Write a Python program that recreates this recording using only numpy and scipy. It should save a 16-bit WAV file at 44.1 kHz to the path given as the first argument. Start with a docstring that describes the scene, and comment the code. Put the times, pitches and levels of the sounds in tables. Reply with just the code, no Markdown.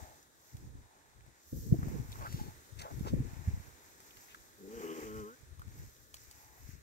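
"""An airy outdoor hiss and shifting gravel come first: puppies scuffle in a yard, a few metres from a
handheld stereo recorder. Their paws grind grit, scrape stones and knock pebbles together, while a gusty
breeze rumbles and thumps on the two microphone ports separately. Past the middle one puppy gives a short
low growl, its unsteady vocal folds breaking between two pitches through throat and mouth."""
import sys
import numpy as np
from scipy import signal
from scipy.fft import rfft, irfft, next_fast_len
from scipy.io import wavfile
from scipy.ndimage import uniform_filter1d

SR = 44100
rng = np.random.default_rng(int(sys.argv[2]) if len(sys.argv) > 2 else 0)


def pcm_store(signal):
    """Save signal as 16-bit PCM."""
    levels = np.round(np.clip(np.atleast_2d(signal), -1, 1) * 32767)
    wavfile.write(sys.argv[1], SR, levels.astype(np.int16).T)


N = 300762
LAG_MS = .36  # most sound reaches the left port first


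def undb(db):
    """dB to gain."""
    return 10 ** (np.asarray(db) / 20)


def unit(x):
    """Scale to rms 1."""
    return x / np.sqrt(np.mean(x ** 2))


def curves(table):
    """Columns of a timed table, interpolated sample by sample."""
    times, *columns = np.transpose(table)
    return [np.interp(np.arange(N) / SR, times, column) for column in columns]


def hump(f, hz, width):
    """Gain of a resonance centred on hz."""
    return 1 / (1 + ((f - hz) / (width / 2)) ** 2)


def colour(x, gain):
    """Weight the spectrum of x by gain(Hz)."""
    size = next_fast_len(x.shape[-1])
    f = np.arange(size // 2 + 1) * SR / size + 1
    return irfft(rfft(x, size) * gain(f), size)[..., :x.shape[-1]]


def spectrum(points):
    """Gain function through (f/Hz, level/dB) points."""
    hz, db = np.transpose(points)
    return lambda f: undb(np.interp(np.log(f), np.log(hz), db))


def walk(per_s):
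    """Random levels held 1 / per_s seconds and smoothed twice; spread near 1."""
    hold = int(SR / per_s)
    steps = np.repeat(rng.standard_normal(N // hold + 1), hold)
    return 1.51 * uniform_filter1d(uniform_filter1d(steps, hold), hold)[:N]


def add(out, s, x):
    """Mix x in from time s, dropping what falls outside the scene."""
    start = int(s * SR)
    x, start = x[max(-start, 0):], max(start, 0)
    out[start:start + len(x)] += x[:N - start]


def grit(n, per_s, spread_db, bed):
    """Dense one-sample grains of uneven size over a bed of noise."""
    chance, size = rng.random((2, n))
    grains = (chance < per_s / SR) * undb(-spread_db * np.log(size + 1e-9)) * rng.standard_normal(n)
    return unit(grains) + bed * rng.standard_normal(n)


def ports(x, pan_db=0., lag_ms=LAG_MS):
    """One source at both microphone ports, later on the right."""
    lag = np.round(lag_ms * SR / 1000).astype(int)
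    late = x[np.maximum(np.arange(N) - lag, 0)]
    return np.array([x * undb(pan_db / 2), late * undb(-pan_db / 2)])


def scattered(make, gain, shared_hz=2310):
    """Sound from all round the microphones: mostly shared in the bass, less so towards the treble."""
    share = lambda f: .17 + .48 * hump(f, 0, 2 * shared_hz)
    common = ports(colour(make(), lambda f: gain(f) * np.sqrt(share(f))))
    separate = colour(np.array([make(), make()]), lambda f: gain(f) * np.sqrt(1 - share(f)))
    return unit(common + separate)


def yard(x, pan_db, lag_ms, scatter_db, t60_s=.05):
    """Direct sound plus the short scatter off ground and walls, which differs at each port."""
    t = np.arange(int(.15 * SR)) / SR
    tails = rng.standard_normal((2, len(t))) * np.exp(-np.log(1000) * t / t60_s) * (t > .001)
    tails = undb(scatter_db) * tails / np.linalg.norm(tails, axis=1, keepdims=True)
    return ports(x, pan_db, lag_ms) + signal.fftconvolve(x[None], tails, axes=1)[:, :N]


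# Open air, far off, all round the microphones: f/Hz, relative density/dB
AIR_SPECTRUM = [(35, -56), (60, -9), (100, -8), (206, -9.5), (377, -5.5), (630, -13), (741, -29),
                (1180, -12), (1790, -10.5), (2260, -23.5), (2860, -25.5), (3700, -15.5), (5200, -23.5),
                (7080, -17.5), (9370, -17.5), (12700, -25.5), (15600, -25.5)]
# Its slow swell: t/s, level change/dB
HISS_SWELL = [(0, 5.5), (.3, -1.5), (1.4, -2.5), (2.2, 4.5), (5.3, 1), (6.82, -2)]


def air(level_db=-65):
    """Far hiss that swells slowly."""
    hiss = scattered(lambda: rng.standard_normal(N), spectrum(AIR_SPECTRUM))
    return undb(level_db + curves(HISS_SWELL)[0]) * hiss


# Gravel under paws, a few metres off: t/s, grit level/dB, then relative to it fine/dB, coarse/dB, rumble/dB
GRAVEL_SHIFTS = [(0.0, -63.5, -3, -0.5, -5), (0.32, -74.5, -3, -10.5, 0.5), (0.51, -65.5, -2, -7, -7),
                 (0.89, -76, -10, 0, 6.5), (1.37, -74, -9, 0.5, -2), (1.5, -64, 3.5, -17, -14),
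                 (1.58, -59, 2, -19, -17), (1.65, -59, 1.5, -16.5, -17), (1.84, -66.5, -2, 1, 3),
                 (2.1, -64, -1, -1.5, -1), (2.36, -64.5, 4, 0, -3), (2.5, -66, -1.5, 0.5, -4.5),
                 (2.75, -66, -2, -6, -5), (3.1, -62, -1, -1, -4), (3.2, -67, -4.5, 3, 2.5),
                 (4.24, -64, -1, -5.5, -7.5), (4.62, -69, -1.5, -5.5, -5.5), (4.84, -60, -3, 2.5, 0.5),
                 (5.24, -64, -1, -3, -6), (5.6, -73.5, -5, -0.5, -3.5), (5.79, -63.5, -1, -4, -8),
                 (6.11, -69.5, -0.5, -12, -13), (6.17, -63, -4, -7, -17), (6.59, -69, 1, -2, -1),
                 (6.71, -61, -4, -5, -17), (6.82, -74.5, -2, 2.5, -9)]


def gravel():
    """Grit and stones grinding in four size ranges that flicker partly together."""
    db, fine_db, coarse_db, rumble_db = curves(GRAVEL_SHIFTS)
    flicker_db = 1.1 * walk(9) + 1.2 * walk(20)
    grains = lambda: grit(N, per_s=1500, spread_db=2.03, bed=.98)
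    sizes = (0, 6500, 5500), (fine_db, 13300, 9000), (coarse_db, 1850, 2200), (rumble_db, 850, 700)
    out = 0
    for size_db, hz, width in sizes:
        band = scattered(grains, lambda f: hump(f, hz, width) ** 2)
        out = out + band * undb(db + size_db + flicker_db + .26 * walk(21.6))
    return out


# Turbulence right at the ports, one list for slow eddies and one for fast: f/Hz, relative density/dB
EDDY_SPECTRA = [
    [(20, -7.5), (65, 11.5), (125, 4.5), (200, -32), (400, -61), (900, -85)],
    [(40, -20), (125, 4.5), (190, -6.5), (300, -7.5), (500, -17), (700, -42.5), (1500, -57.5)],
]
# Breeze on the recorder: t/s, length/s, strength/dB, change to the end/dB, left minus right/dB
PORT_GUSTS = [(0.0, 0.027, -57, 9, 0), (0.539, 0.24, -48.5, -0.5, -0.5), (1.17, 0.1, -54.5, -4, 7),
              (1.533, 0.22, -41, -2.5, 1.5), (1.72, 0.028, -27.5, -6, 1), (1.768, .27, -40.5, -3, -2),
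              (2.092, 0.39, -47, 2, 1), (2.727, 0.087, -58, 5, 18), (2.911, 0.35, -44.5, 4.5, 3),
              (3.105, 0.11, -34.5, -5.5, 0), (3.296, 0.16, -47, -3, 1.5), (3.454, 0.23, -43.5, -13, -2),
              (3.746, 1, -76, 6, -1), (4.74, .1, -63, -4.5, -3), (5.03, 0.17, -54, 5, 2),
              (5.394, 0.25, -58.5, 6.5, -0.5), (5.652, 0.19, -51, 2, 0.5), (5.967, 0.56, -72, 1.5, 19),
              (6.611, 0.09, -58, 4, 4.5), (6.738, 0.071, -49, -8, 5.5)]


def gusts(calm_db=-78, rise_db_s=903, fall_db_s=213, shared=.18):
    """Lumpy low turbulence, mostly unrelated at the two ports."""
    t, out = np.arange(N) / SR, np.zeros((2, N))
    veer_db = 3 * walk(14)  # the gust swings from port to port
    common = rng.standard_normal((2, N)) * np.sqrt(shared / (1 - shared))
    for side, port in zip((1, -1), out):
        eddies = []
        for points, common_noise in zip(EDDY_SPECTRA, common):
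            rumble = colour(rng.standard_normal(N) + common_noise, spectrum(points))
            eddies.append(unit(rumble * undb(3.57 * walk(45) + 2.5 * walk(18))))
        slow, fast = eddies
        gust_db = calm_db
        for s, length, db, change_db, pan_db in PORT_GUSTS:
            held_db = db + side * pan_db / 2 + change_db * np.clip((t - s) / length, 0, 1)
            edge_db = rise_db_s * np.maximum(s - t, 0) + fall_db_s * np.maximum(t - s - length, 0)
            gust_db = np.maximum(gust_db, held_db - edge_db)
        gust_db += side * veer_db / 2
        # stronger gusts break into faster eddies
        turbulence = slow * undb(-.12 * (gust_db + 55.5)) + fast * undb(.56 * (gust_db + 37.5))
        port += undb(gust_db) * turbulence
    return out


# Paws dragging on the ground, a few metres off: t/s, level/dB, f/Hz, width/Hz, length/ms
PAW_SCRAPES = [(.04, -56, 740, 254, 160), (2.235, -45.5, 940, 870, 60), (2.263, -41, 1350, 428, 19),
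               (2.35, -57, 5000, 9050, 195), (2.45, -55.5, 830, 150, 108), (2.796, -48.5, 4730, 9100, 12),
               (2.819, -44, 5800, 9000, 7.5), (2.815, -54.5, 1830, 2600, 47), (2.858, -47, 780, 674, 59),
               (2.909, -47, 820, 696, 13), (3.07, -46.5, 940, 695, 36), (3.085, -52.5, 3500, 7000, 30),
               (4.311, -62, 2390, 2110, 59), (6.45, -68, 860, 300, 210)]


def scrapes():
    """Each scrape is a burst of grains that swells and fades."""
    out, t = np.zeros(N), np.arange(-.15, .15, 1 / SR)
    for s, db, hz, width, ms in PAW_SCRAPES:
        grains = grit(len(t), per_s=2000, spread_db=1.27, bed=1)
        burst = unit(colour(grains, lambda f: hump(f, hz, width) * f / (f + 400)))
        swell = np.exp(-(t / (.00063 * ms)) ** 2)
        add(out, s + t[0], undb(db) * burst * swell)
    return out


# Pebbles struck on the same ground: t/s, crack peak/dB, f/Hz, width over f, snap drive/dB
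PEBBLE_KNOCKS = [(0.228, -50, 5850, 0.36, -22), (0.47, -55, 5620, 0.38, -26), (0.568, -59, 11000, .8, -5.5),
                 (1.208, -50, 1740, 1, -27), (1.264, -55, 690, 0.74, -21), (1.83, -36, 1180, 0.44, -38),
                 (1.883, -41, 736, 1, -25), (2.119, -45, 3800, 0.52, -15), (2.127, -41, 3860, 0.29, -29),
                 (2.157, -39.5, 1140, 0.57, -32), (2.186, -53, 826, .9, -13), (2.221, -55, 3960, 0.82, -18),
                 (2.326, -47, 2080, 1, -7.5), (2.399, -39, 845, 0.12, -31), (2.994, -54, 1750, .9, -9),
                 (4.003, -51.5, 748, 0.68, -11), (4.108, -48.5, 3080, 0.17, -32), (4.17, -45, 2340, 1, -17),
                 (4.346, -40, 1320, 0.5, -24), (5.595, -49, 1150, 0.38, -15.5),
                 (5.619, -40, 1390, 0.21, -31), (5.679, -52.5, 2310, .8, -18),
                 (5.965, -54, 6390, 0.45, -20), (6.142, -42, 3730, 0.53, -10.5),
                 (6.143, -44.5, 1830, .9, -24), (6.168, -47, 4400, .8, -24), (6.312, -43, 6450, 0.58, -16)]


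def knocks(decay_s=.0018):
    """Pebbles knock with a short coloured crack and a bright snap."""
    out, t = np.zeros(N), np.arange(-500, 3500) / SR
    snap_fade = (t >= 0) * (np.exp(-t / .0016) + .25 * np.exp(-t / .012))
    for s, db, hz, width_ratio, snap_db in PEBBLE_KNOCKS:
        crack_noise, snap_noise = rng.standard_normal((2, len(t))) * (t >= 0)
        crack_noise[t == 0] = 3.2  # first contact
        crack = colour(crack_noise * np.exp(-t / decay_s), lambda f: hump(f, hz, width_ratio * hz))
        snap = colour(snap_noise, lambda f: hump(f, 8500, 14000)) * snap_fade
        add(out, s + t[0], undb(db) * (crack / np.abs(crack).max() + 5.8 * undb(snap_db) * snap))
    return out


# The paws' path across the yard, heard from the recorder: t/s, lag of the right port/ms
PAW_PATH = [(0, .36), (2.0, .38), (2.6, .47), (4.4, .5), (4.7, .3), (6.82, .32)]


def paws():
    """Knocks and scrapes wander across the yard, shifting the delay between the ports."""
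    return yard(knocks() + scrapes(), pan_db=.3, lag_ms=curves(PAW_PATH)[0], scatter_db=-9)


# Wind thumps right on the microphones: t/s, left level/dB, right level/dB, f/Hz, length/ms
PORT_BUFFETS = [(0.549, -39, -35, 101, 13), (0.657, -39, -60, 118, 5.3), (0.753, -39, -45, 112, 8.9),
                (1.531, -27.5, -60, 150, 6.3), (1.531, -60, -30, 229, 7.1), (1.59, -58, -48, 102, 35),
                (1.699, -49, -31, 115, 34), (1.727, -10.5, -11.5, 142, 8.1), (1.742, -30, -30, 330, 12),
                (1.762, -47, -60, 115, 6.8), (1.791, -24, -26.5, 118, 13), (1.832, -23.5, -61.5, 113, 6.4),
                (1.873, -22.5, -39, 119, 4.5), (1.942, -68, -26.5, 147, 10.6), (1.968, -33.5, -46, 101, 15),
                (2, -26.5, -60, 122, 16.6), (2.092, -33.5, -64, 102, 14), (2.147, -50, -65, 89, 17),
                (2.202, -39.5, -54, 93, 27), (2.293, -55, -43, 77, 9), (2.32, -42, -60, 121, 16),
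                (2.346, -29, -28.5, 134, 10), (2.39, -38, -37, 160, 5.9), (2.415, -26.5, -25.5, 105, 5.6),
                (2.486, -33, -37, 109, 9.5), (2.923, -56, -38, 100, 6.3), (2.985, -71, -34.5, 154, 14),
                (3.01, -42, -20.5, 134, 4.3), (3.039, -45, -60, 117, 10), (3.072, -30, -60, 78.4, 24),
                (3.073, -54, -30.5, 438, 4.4), (3.136, -21, -62, 174, 15), (3.137, -60, -19, 241, 5.6),
                (3.168, -60, -31.5, 250, 11), (3.205, -24.5, -22, 120, 15), (3.237, -58, -60, 97, 15),
                (3.27, -37, -60, 126, 21), (3.334, -35, -32.5, 107, 5.9), (3.39, -39.5, -62, 79, 64),
                (3.482, -24, -21, 88.4, 18), (3.54, -27, -27, 78, 13), (3.577, -36, -35, 93, 11),
                (3.602, -73, -36.5, 80, 15), (5.6, -38, -45, 70, 20), (5.677, -36.5, -60, 95, 28),
                (5.8, -38, -44, 75, 18), (6.693, -36, -44, 110, 8)]


def buffets():
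    """Single buffets: brief low wind thumps, with unrelated phase at the two ports."""
    out, t = np.zeros((2, N)), np.arange(-.05, .05, 1 / SR)
    for s, left_db, right_db, hz, ms in PORT_BUFFETS:
        left_turn, offset = rng.random(2)
        right_turn = left_turn + 1.02 * (offset - .5)
        shape = np.exp(-(t / (np.where(t < 0, .0004, .0007) * ms)) ** 2)  # sudden onset, slower release
        for port, db, turn in zip(out, (left_db, right_db), (left_turn, right_turn)):
            swing = 2 * np.pi * (hz * t + turn)
            overtone = .3 * shape ** 2 * np.cos(2.03 * swing)  # from the steep front
            add(port, s + t[0], undb(db) * (shape * np.cos(swing) + overtone))
    return out


# One puppy a few metres off, pitch breaking down and back up: t/s, f/Hz, level/dB, mouth over throat/dB
GROWL_CONTOUR = [(4.57, 102, -65, -30), (4.61, 103.2, -51, -47), (4.66, 94.7, -50.5, -43),
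                 (4.71, 107.7, -47, -18), (4.795, 119.4, -47.5, -10), (4.81, 85.55, -43.5, -13.5),
                 (4.9, 82.94, -44, -7), (5.035, 77.8, -48, -10), (5.045, 111.7, -46.5, -8.5),
                 (5.1, 107, -46.5, -8.5), (5.19, 108.7, -45.5, -5.5), (5.24, 101.9, -45.5, -9.5),
                 (5.29, 110.3, -52.5, -2), (5.36, 134.9, -66, 0)]
# Its vocal registers, each from its start: t/s, odd harmonics/dB, roughness 0-1, resonance stretch factor
GROWL_REGISTERS = [(4.57, -4, 0.54, 1.03), (4.8, 0, 0.49, 1.01), (5.04, -1, 0.33, 1.02),
                   (5.079, -3, 0.13, 1.063), (5.22, -9, .06, .99), (5.28, -0.5, .05, 1.1),
                   (5.32, -18, .05, 1.22)]
# Its throat resonances: f/Hz, width/Hz, relative level/dB
THROAT_MODES = [(201, 77, 3.5), (313, 170, -1), (435.6, 113, 3.5), (535, 60, -6.5)]
# Its mouth resonances: f/Hz, width/Hz, relative level/dB
MOUTH_MODES = [(830, 130, -19), (1036, 100, -4), (1242, 250, 4.5), (2080, 200, 7), (2400, 290, 7),
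               (3020, 900, 9.5)]


def growl():
    """Harmonics of unsteady folds through throat and mouth; rough stretches wobble and fill with breath."""
    span = slice(int(GROWL_CONTOUR[0][0] * SR), int(GROWL_CONTOUR[-1][0] * SR))
    hz, db, mouth_db = (curve[span] for curve in curves(GROWL_CONTOUR))
    starts, *traits = np.transpose(GROWL_REGISTERS)
    register = np.maximum(np.searchsorted(starts * SR, np.arange(N)[span]) - 1, 0)
    odd_db, rough, stretch = (uniform_filter1d(trait[register], size=1800) for trait in traits)
    jitter = 1 + .045 * rough * walk(90)[span]
    phase = 2 * np.pi * np.cumsum(hz * jitter) / SR
    # alternately strong and weak openings weaken the odd harmonics
    tones = [np.cos(k * phase + k * k) * undb(odd_db * (k % 2)) for k in range(1, 17)]
    breath = rng.standard_normal(len(hz)) * (1 + np.cos(phase)) * (rough + .04)
    out = np.zeros(N)
    for modes, gain, breath_db in ((THROAT_MODES, 1, 13), (MOUTH_MODES, undb(mouth_db), 5.5)):
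        tract = lambda f: sum(undb(level) * hump(f, centre, width) ** 2 for centre, width, level in modes)
        clear = sum(tract(k * hz / stretch) * tone for k, tone in enumerate(tones, 1))
        shimmer = undb(8 * rough * walk(70)[span])
        voice = clear * shimmer + undb(breath_db) * colour(breath, tract)
        running_rms = np.sqrt(uniform_filter1d(voice ** 2, size=2600))
        out[span] += gain * voice / running_rms
    out[span] *= undb(db) * signal.windows.tukey(len(hz), .05)
    return yard(out, pan_db=-.3, lag_ms=LAG_MS, scatter_db=-6)


def scene():
    """Near to far: wind on the microphones, puppies a few metres off, distant air."""
    return gusts() + buffets() + growl() + gravel() + paws() + air()


# Treble dip of each microphone port, left then right: f/Hz, width/Hz, level/dB
MIC_DIPS = [(9840, 1100, -9), (8900, 1100, -9)]


def record(dry, top_hz=15740):
    """Handheld stereo recorder: each port has a dip in the treble; the top is cut steeply."""
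    dipped = [colour(x, lambda f: undb(db * hump(f, hz, width)))
              for x, (hz, width, db) in zip(dry, MIC_DIPS)]
    return signal.sosfilt(signal.ellip(12, .2, 70, top_hz, fs=SR, output="sos"), dipped)


dry = scene()
out = record(dry)
pcm_store(out)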